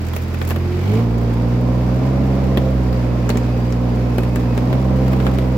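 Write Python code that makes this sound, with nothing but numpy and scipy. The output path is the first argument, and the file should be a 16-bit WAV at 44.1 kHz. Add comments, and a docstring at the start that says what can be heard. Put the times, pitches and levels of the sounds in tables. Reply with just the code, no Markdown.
"""A small diesel excavator idles, heard from its seat, as boards crack in its grip a few metres ahead.
It revs up and keeps pulling at a wooden shed. The exhaust drones, the fan and hydraulic pump sing with
the shaft, oil whistles through valves, and the block roars and clatters at every firing.
The strained wood crackles, snaps and tears, and the yard answers with a short scattered echo."""
import sys
import numpy as np
from scipy import signal
from scipy.fft import rfft, irfft, next_fast_len
from scipy.io import wavfile
from scipy.ndimage import uniform_filter1d, map_coordinates

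SR = 44100
rng = np.random.default_rng(int(sys.argv[2]) if len(sys.argv) > 2 else 0)


def master(y):
    """Save y as 16-bit WAV."""
    cut = np.clip(np.atleast_2d(y).T, -1, 1)
    pcm = np.round(cut * 32767)  # scale
    wavfile.write(sys.argv[1], SR, pcm.astype(np.int16))


N = 245637


def amp(db):
    """Decibels to gain."""
    return 10 ** (np.asarray(db) / 20)


def unit(x):
    """Scale to rms 1."""
    return x / np.sqrt(np.mean(x ** 2) + 1e-20)


def decay(t, t60):
    """A gain that falls 60 dB in t60 seconds."""
    return amp(-60 * t / t60)


def along(points, hz):
    """Read (Hz, value) points on a log axis."""
    f, v = np.transpose(points)
    return np.interp(np.log(hz + 1), np.log(f + 1), v)


def wobble(rate):
    """A smooth random curve, rate knots a second."""
    knots = rng.standard_normal(int(N * rate / SR) + 4)
    return map_coordinates(knots, [np.arange(N) * rate / SR])


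def spell(start, end, fade_s):
    """A gain that fades in around start, holds at 1 and fades out around end."""
    t = np.arange(N) / SR
    return np.clip(np.minimum(t - start, end - t) / fade_s + .5, 0, 1)


def spells(rows, rest_db, fade_s):
    """A resting gain that swells for each (start, end, dB) row."""
    power = sum(amp(db) ** 2 * spell(start, end, fade_s) for start, end, db in rows)
    return np.sqrt(amp(rest_db) ** 2 + power)


def filtered(x, response):
    """Equalise x with a gain that depends on frequency."""
    size = next_fast_len(N + SR // 2)
    return irfft(rfft(x, size) * response(np.fft.rfftfreq(size, 1 / SR)), size)[..., :N]


# Stereo width of the noise beds. Each row: frequency in Hz, side over mid in dB.
STEREO_WIDTH = [(60, -38), (150, 0), (300, -10.5), (550, -1), (1100, -2.5), (4000, 0), (13000, 0.5)]
def stereo_noise(colour):
    """Coloured noise whose mid has rms 1: near mono in the deep bass, wide in the treble."""
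    white = rng.standard_normal((2, N))
    mid = filtered(white[0], colour)
    side = filtered(white[1], lambda hz: colour(hz) * amp(along(STEREO_WIDTH, hz)))
    return np.array([mid + side, mid - side]) / np.std(mid)


def rush(spectrum):
    """Stereo noise with a (Hz, dB) spectrum."""
    return stereo_noise(lambda hz: amp(along(spectrum, hz)))


def ringing_noise(modes):
    """Stereo noise through resonances, each given as (Hz, width in Hz, dB)."""
    return stereo_noise(lambda f: sum(amp(db) * 1j * f * width / (hz * hz - f * f + 1j * f * width)
                                      for hz, width, db in modes))


def tone(firings, multiple, flutter):
    """A tone of rms 1 locked to the shaft; flutter shakes its level and phase."""
    shake = 1 + flutter * (wobble(14) + 1j * wobble(14))
    return unit(np.real(shake * np.exp(2j * np.pi * (multiple * firings + rng.random()))))


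# The yard's reverb. Each row: frequency in Hz, time to fall 60 dB in seconds.
YARD_DECAY = [(200, 0.031), (2000, 0.56), (12000, 0.87)]
def yard(x):
    """A short scattered answer from the shed, the trees and the houses."""
    hz, t, noise = signal.stft(rng.standard_normal((2, SR // 2)), SR, nperseg=256)
    tail = signal.istft(noise * decay(t, along(YARD_DECAY, hz)[:, None]), SR, nperseg=256)[1]
    return signal.fftconvolve(x, tail / np.linalg.norm(tail[0]), axes=1)[:, :N]


# Oil whistles. Each row: start and end in seconds, pitch in Hz, half-width in Hz, level in dB.
VALVE_WHISTLES = [(2.847, 3.0, 4773, 61, -57), (3.0, 3.596, 2541, 6.5, -55),
                  (3.503, 3.751, 4773, 60.7, -59), (4.0, 4.6, 2541, 6.2, -53.5), (5.1, 5.6, 2541, 5, -57)]
def valves():
    """Oil sings through the control valves: thin whistles come and go over one that never stops."""
    def whistle(hz, width_hz):
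        return stereo_noise(lambda f: 1 / (1 + ((f - hz) / width_hz) ** 2))

    opened = sum(amp(db) * spell(start, end, fade_s=0.068) * whistle(hz, width_hz)
                 for start, end, hz, width_hz, db in VALVE_WHISTLES)
    return opened + amp(-63) * whistle(hz=4755, width_hz=42)


# The revs. Each row: time in seconds, firing rate in Hz.
ENGINE_SPEED = [(0.0, 41.74), (0.42, 42.47), (0.64, 43.75), (0.82, 45.18), (1.0, 58.1), (1.3, 58.03),
                (1.44, 58.83), (1.6, 61.19), (1.94, 61.78), (2.08, 65.36), (2.68, 65.24), (2.9, 61.23),
                (3.35, 60.54), (4.1, 60.42), (4.6, 60.37), (4.76, 64.46), (5.27, 64.41), (5.57, 62.96)]
IDLE_HZ, WORK_HZ, FULL_HZ = 41.7, 58.66, 64.95  # firing rates at idle, at work and at full throttle
def firing_rate():
    """The engine's firings per second, gliding up from idle."""
    times, hz = np.transpose(ENGINE_SPEED)
    return np.interp(np.arange(N) / SR, times, hz)


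def engine_pull(firing_hz, lag_s):
    """How hard the engine pulls: near 1 while it revs up fast, below 0 while it slows."""
    hard_pull_hz_per_s = 52.6
    hz_per_s = uniform_filter1d(np.gradient(firing_hz) * SR, SR // 10)
    t = np.arange(N) / SR
    return np.tanh(np.interp(t - lag_s, t, hz_per_s) / hard_pull_hz_per_s)


def engine_level(firing_hz, pull, idle_db, work_db, full_db, pull_db):
    """A level in dB that rides the engine's speed and its pull."""
    steady_db = np.interp(firing_hz, [IDLE_HZ, WORK_HZ, FULL_HZ], [idle_db, work_db, full_db])
    return steady_db + pull_db * pull


# The fan's hum. Each row: multiple of the firing rate, relative level in dB.
FAN_TONES = [(4.28, -1), (8.56, -4)]
def fan(firings, firing_hz, pull):
    """The belt-driven fan hums much louder with speed and howls while it spins up."""
    fan_db = -36 + 99 * np.log10(firing_hz / WORK_HZ) + 7.5 * np.maximum(pull, 0)
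    return amp(fan_db) * sum(amp(db) * tone(firings, k, flutter=.25) for k, db in FAN_TONES)


# Moves of the boom. Each row: start and end in seconds, level of the added whine in dB.
PUMP_SWELLS = [(.57, .86, -30.5), (.87, .99, -27), (1.12, 1.3, -34), (2.5, 2.7, -31), (4.75, 5.6, -34)]
def pump(firings):
    """The pump's pistons beat eight times a firing: a rough whine that swells as the boom takes load."""
    return spells(PUMP_SWELLS, rest_db=-42.5, fade_s=0.033) * tone(firings, 8, flutter=0.83)


# The colour of the combustion rasp. Each row: centre in Hz, width in Hz, relative level in dB.
RASP_MODES = [(1440, 410, -4), (2200, 360, 2), (2880, 350, -7), (3930, 84, -13)]
def rasp(firings):
    """Lugging up from idle, each firing rasps in the block until the engine reaches speed."""
    peak_s, rise_s, fall_s = 0.955, 0.34, 0.13
    swell = np.interp(np.arange(N) / SR - peak_s, [-rise_s, 0, fall_s], [0, 1, 0])
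    throb = unit(amp(2.6 * np.cos(2 * np.pi * firings)))
    return amp(-39.5) * swell * throb * ringing_noise(RASP_MODES)


# The dark roar and the bright clatter. Each row: frequency in Hz, relative level in dB.
ROAR_SPECTRUM = [(20, -53), (45, -9.5), (85, -1.5), (160, -5), (220, 2.5), (330, -7), (460, -7.5),
                 (600, -11.5), (750, -11), (1050, -17.5), (1400, -23), (2500, -73), (6000, -80)]
CLATTER_SPECTRUM = [(500, -26), (1000, 1), (1500, 3.5), (2300, 2), (3000, -4), (4000, -7), (5200, -8),
                    (6200, -13), (7500, -16.5), (11000, -20.5), (16000, -31)]
# The machine's ringing panels. Each row: pitch in Hz, width in Hz, relative level in dB.
PANEL_MODES = [(519, 16, 18), (1033, 36, 18), (2360, 240, -30)]
def block(firings, roar_db, clatter_db):
    """Combustion roar and valve-train clatter throb at each firing; the panels ring under the roar."""
    beat = np.cos(2 * np.pi * firings)
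    throb = unit(amp(0.55 * beat))
    roar = amp(roar_db + 5 + 0.56 * wobble(19)) * throb * rush(ROAR_SPECTRUM)
    clatter_gain = amp(clatter_db + 0.6 * wobble(15))
    ragged_throb = unit(amp(0.32 * beat + 0.76 * wobble(300)))
    clatter = clatter_gain * ragged_throb * rush(CLATTER_SPECTRUM)
    panels = amp(roar_db - 14.5) * ringing_noise(PANEL_MODES)
    return roar + clatter + panels


def lope(firings, roar_db):
    """Three unequal cylinders put weak tones at thirds of the firing rate."""
    thirds = [k / 3 for k in range(10, 32) if k % 3]
    tones = sum(tone(firings, k, flutter=0.69) / k ** 0.27 for k in thirds)
    return amp(roar_db - 2.5) * unit(tones)


# The body of the drone. Each row: multiple of the firing rate, level in dB at idle, at work and
# at full throttle, change in dB at full pull.
EXHAUST_ORDERS = [(1, -39, -23.5, -21, -9), (2, -23.5, -20, -19, 3), (3, -29, -31, -31.5, -1.5),
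                  (4, -41, -27, -30, 2), (5, -42.5, -32, -34.5, -1)]
# The buzz above it. Each row: multiple of the firing rate, relative level in dB.
EXHAUST_OVERTONES = [(6, -9.5), (7, -9), (10, -12), (12, -14), (15, -18), (16, -19.5), (18, -25.5)]
def exhaust(firings, firing_hz, roar_db):
    """The pipe drones in five clean orders that boom at the silencer's resonance, plus shaky overtones."""
    silencer_hz, width_hz, boost_db = 201.4, 19.8, 8.5
    pull = engine_pull(firing_hz, lag_s=0.041)  # the pipe answers a little late
    body = np.zeros(N)
    for k, *levels in EXHAUST_ORDERS:
        boom_db = boost_db * np.exp(-((k * firing_hz - silencer_hz) / width_hz) ** 2)
        body += amp(engine_level(firing_hz, pull, *levels) + boom_db) * tone(firings, k, flutter=0.02)
    buzz = sum(amp(db) * tone(firings, k, flutter=0.52) for k, db in EXHAUST_OVERTONES)
    return body + amp(roar_db + 1) * buzz


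# The arm loads the engine. Each row: start and end in seconds, lift of the drone in dB.
ARM_LOADS = [(0.41, 1.022, 2.5), (0.987, 1.993, 1), (4.634, 5.35, 1)]
# The machine sits slightly right. Each row: frequency in Hz, left over right in dB.
MACHINE_PAN = [(60, -3.5), (125, -0.7), (250, -2.5), (500, -3.5), (1000, -2.5), (2000, -1), (4000, -1),
               (8000, -2), (14000, -17.5)]
def excavator():
    """One shaft drives engine, fan and pump; load on the arm lifts the drone and, less so, the roar."""
    firing_hz = firing_rate()
    firings = np.cumsum(firing_hz) / SR
    pull = engine_pull(firing_hz, lag_s=0)
    load_db = sum(db * spell(start, end, fade_s=.15) for start, end, db in ARM_LOADS)
    roar_db = engine_level(firing_hz, pull, idle_db=-37, work_db=-33, full_db=-31, pull_db=1.5)
    clatter_db = engine_level(firing_hz, pull, idle_db=-42, work_db=-42.6, full_db=-42, pull_db=1)
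    drone = amp(load_db) * (exhaust(firings, firing_hz, roar_db) + lope(firings, roar_db))
    whine = fan(firings, firing_hz, pull) + pump(firings)
    noise = block(firings, roar_db + 0.43 * load_db, clatter_db) + rasp(firings) + valves()
    return filtered(drone + whine + noise, lambda hz: amp(np.outer([.5, -.5], along(MACHINE_PAN, hz))))


# Tearing wood: its body and its sharp edge. Each row: frequency in Hz, relative level in dB.
BOARD_SPECTRUM = [(120, -27), (300, 21), (600, 13), (1000, 10.5), (1600, 7.5), (2400, 4.5), (3600, -1.5),
                  (5000, -8), (7500, -25), (11000, -20), (16000, -36)]
EDGE_SPECTRUM = [(1000, -38), (4000, -5), (7500, 4), (12000, 0), (16000, 3)]
def tearing_wood(body, edge):
    """The noise of parting fibres: one envelope plays the woody body, the other the bright edge."""
    return body * rush(BOARD_SPECTRUM) + edge * rush(EDGE_SPECTRUM)


# The grip strains the wood. 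Each row: start and end in seconds, body level in dB, edge level in dB.
GRIP_STRAINS = [(-.1, 0.216, -52, -49), (0.345, .55, -48.5, -53), (3.9, 5.1, -53, -63),
                (5.094, 5.445, -45.5, -66)]
def splinters():
    """Small fibres give way in a fine crackle, denser and louder the harder the wood is pulled."""
    strain = spells([(start, end, db) for start, end, db, _ in GRIP_STRAINS], rest_db=-55.5, fade_s=0.18)
    edge = spells([(start, end, db) for start, end, _, db in GRIP_STRAINS], rest_db=-58, fade_s=0.18)
    ticks_per_s = 70 * unit(strain)
    chance, size = rng.random((2, N))
    ticks = (chance < ticks_per_s / SR) * amp(11.0 * size)
    tick_tail = decay(np.arange(SR // 10) / SR, t60=0.032)
    crackle = unit(signal.fftconvolve(ticks, tick_tail)[:N])
    return crackle * tearing_wood(strain, edge)


def rattle(envelope, hz, cycles):
    """A stereo burst of noise shakes a resonance that falls 60 dB in the given cycles."""
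    t = np.arange(len(envelope)) / SR
    ring = np.sin(2 * np.pi * hz * t) * decay(t, cycles / hz)
    shaken = signal.fftconvolve(envelope * rng.standard_normal((2, len(t))), ring[None], axes=1)
    return shaken[:, :len(t)] / np.linalg.norm(ring)


# The planking's hollow knock. Each row: pitch in Hz, relative level in dB, time to fall 60 dB in seconds.
PLANK_MODES = [(242, 5, 0.12), (378, 5, 0.076), (454, 2, 0.059), (559, -2, 0.076), (1380, -30, 0.029)]
# Breaking boards. Each row: start in seconds, level in dB, trim of the sharp edge in dB,
# trim of the knock in dB, pitch of the torn sliver in Hz, pitch of the edge in Hz.
BOARD_BREAKS = [(0.135, -23, -11, -20, 3200, 13000), (0.1637, -20, -4.5, -34, 2620, 14000),
                (0.344, -24, -14, -14, 2400, 12000), (0.415, -16, -21, -11, 2020, 11990),
                (0.477, -27.5, -1, -25, 3000, 12800), (0.489, -32, 4, -25, 4500, 14000),
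                (0.499, -28, -3, -26, 4500, 13000), (0.5061, -18.5, -9, -20, 2490, 12500),
                (0.513, -21.5, -26, -19, 1800, 13020), (0.5608, -19, -15, -8, 1650, 13500),
                (2.5724, -12.5, -15.5, -3.5, 3240, 12780), (2.9279, -30, -11, -13, 4800, 14000),
                (3.292, -16.5, -7.5, -11, 2102, 7200), (3.3011, -15.5, -15, 0, 4238, 11000),
                (3.356, -22, -32, 5, 1800, 8000), (3.3716, -20.5, -7, -18, 1800, 7400),
                (3.724, -28, -8, -25, 5270, 6450), (4.1826, -17, -11, 2, 1450, 11500),
                (4.234, -24.5, -12, -16, 2350, 10000), (4.3585, -18.5, -10, -1, 1590, 9000),
                (4.577, -19, -12, -0.5, 1600, 9000), (4.728, -19.5, -21, -3.5, 1500, 11000),
                (5.133, -21, -17, -10, 1500, 12000), (5.201, -19.5, -22, -13, 1611, 11000),
                (5.266, -14.5, -22, -17, 1500, 11000), (5.3855, -19, -14, -5, 1900, 11500)]
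def cracks():
    """A board snaps and its fibres tear raggedly; a sliver twangs and the jolt knocks the planking."""
    t = np.arange(SR // 4) / SR
    attack = 1 - np.exp(-t / .0005)
    snap = decay(t, 0.014)
    click = amp(3) * decay(t, 0.0027)  # the first fibre parts with a bare click
    tear = attack * (snap + 0.96 * decay(t, 0.058))
    bite = click + attack * (.6 * snap + 0.31 * decay(t, 0.085))
    body, edge, knock = np.zeros((3, N + SR))
    twang = np.zeros((2, N + SR))
    for start, db, edge_db, knock_db, sliver_hz, edge_hz in BOARD_BREAKS:
        span = slice(round(start * SR), round(start * SR) + len(t))
        sharp = amp(db + edge_db) * bite
        body[span] += amp(db) * tear
        edge[span] += sharp
        twang[:, span] += amp(db - 14.5) * rattle(tear, sliver_hz, cycles=19)
        twang[:, span] += amp(-0.5) * rattle(sharp, edge_hz, cycles=9.7)
        for hz, mode_db, t60 in PLANK_MODES:  # every board is tuned a little differently
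            ring = np.sin(2 * np.pi * hz * rng.normal(1, 0.034) * t)
            knock[span] += amp(db + knock_db + mode_db) * attack * decay(t, t60) * ring
    grain = unit(amp(0.33 * wobble(1500)))
    tearing = tearing_wood(amp(-6.5) * body[:N], amp(-5) * edge[:N])
    return grain * tearing + twang[:, :N] + amp(-4.5) * knock[:N]


def scene():
    """The machine is close and dry; the wood breaks ahead, a touch left, and echoes round the yard."""
    machine = excavator()
    wood = (cracks() + splinters()) * amp([[.4], [-.4]])
    return machine + wood + amp(-13.5) * yard(wood)


def record(dry):
    """The microphone port notches the treble, the tallest peaks are rounded and the very top is cut."""
    notch_hz, ceiling, top_hz = 9300, .66, 15900
    notched = filtered(dry, lambda hz: amp(-8 * np.exp(-((hz - notch_hz) / 1100) ** 2)))
    rounded = notched / (1 + np.abs(notched / ceiling) ** 8) ** (1 / 8)
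    return filtered(rounded, lambda hz: hz < top_hz)


dry = scene()
out = record(dry)
master(out)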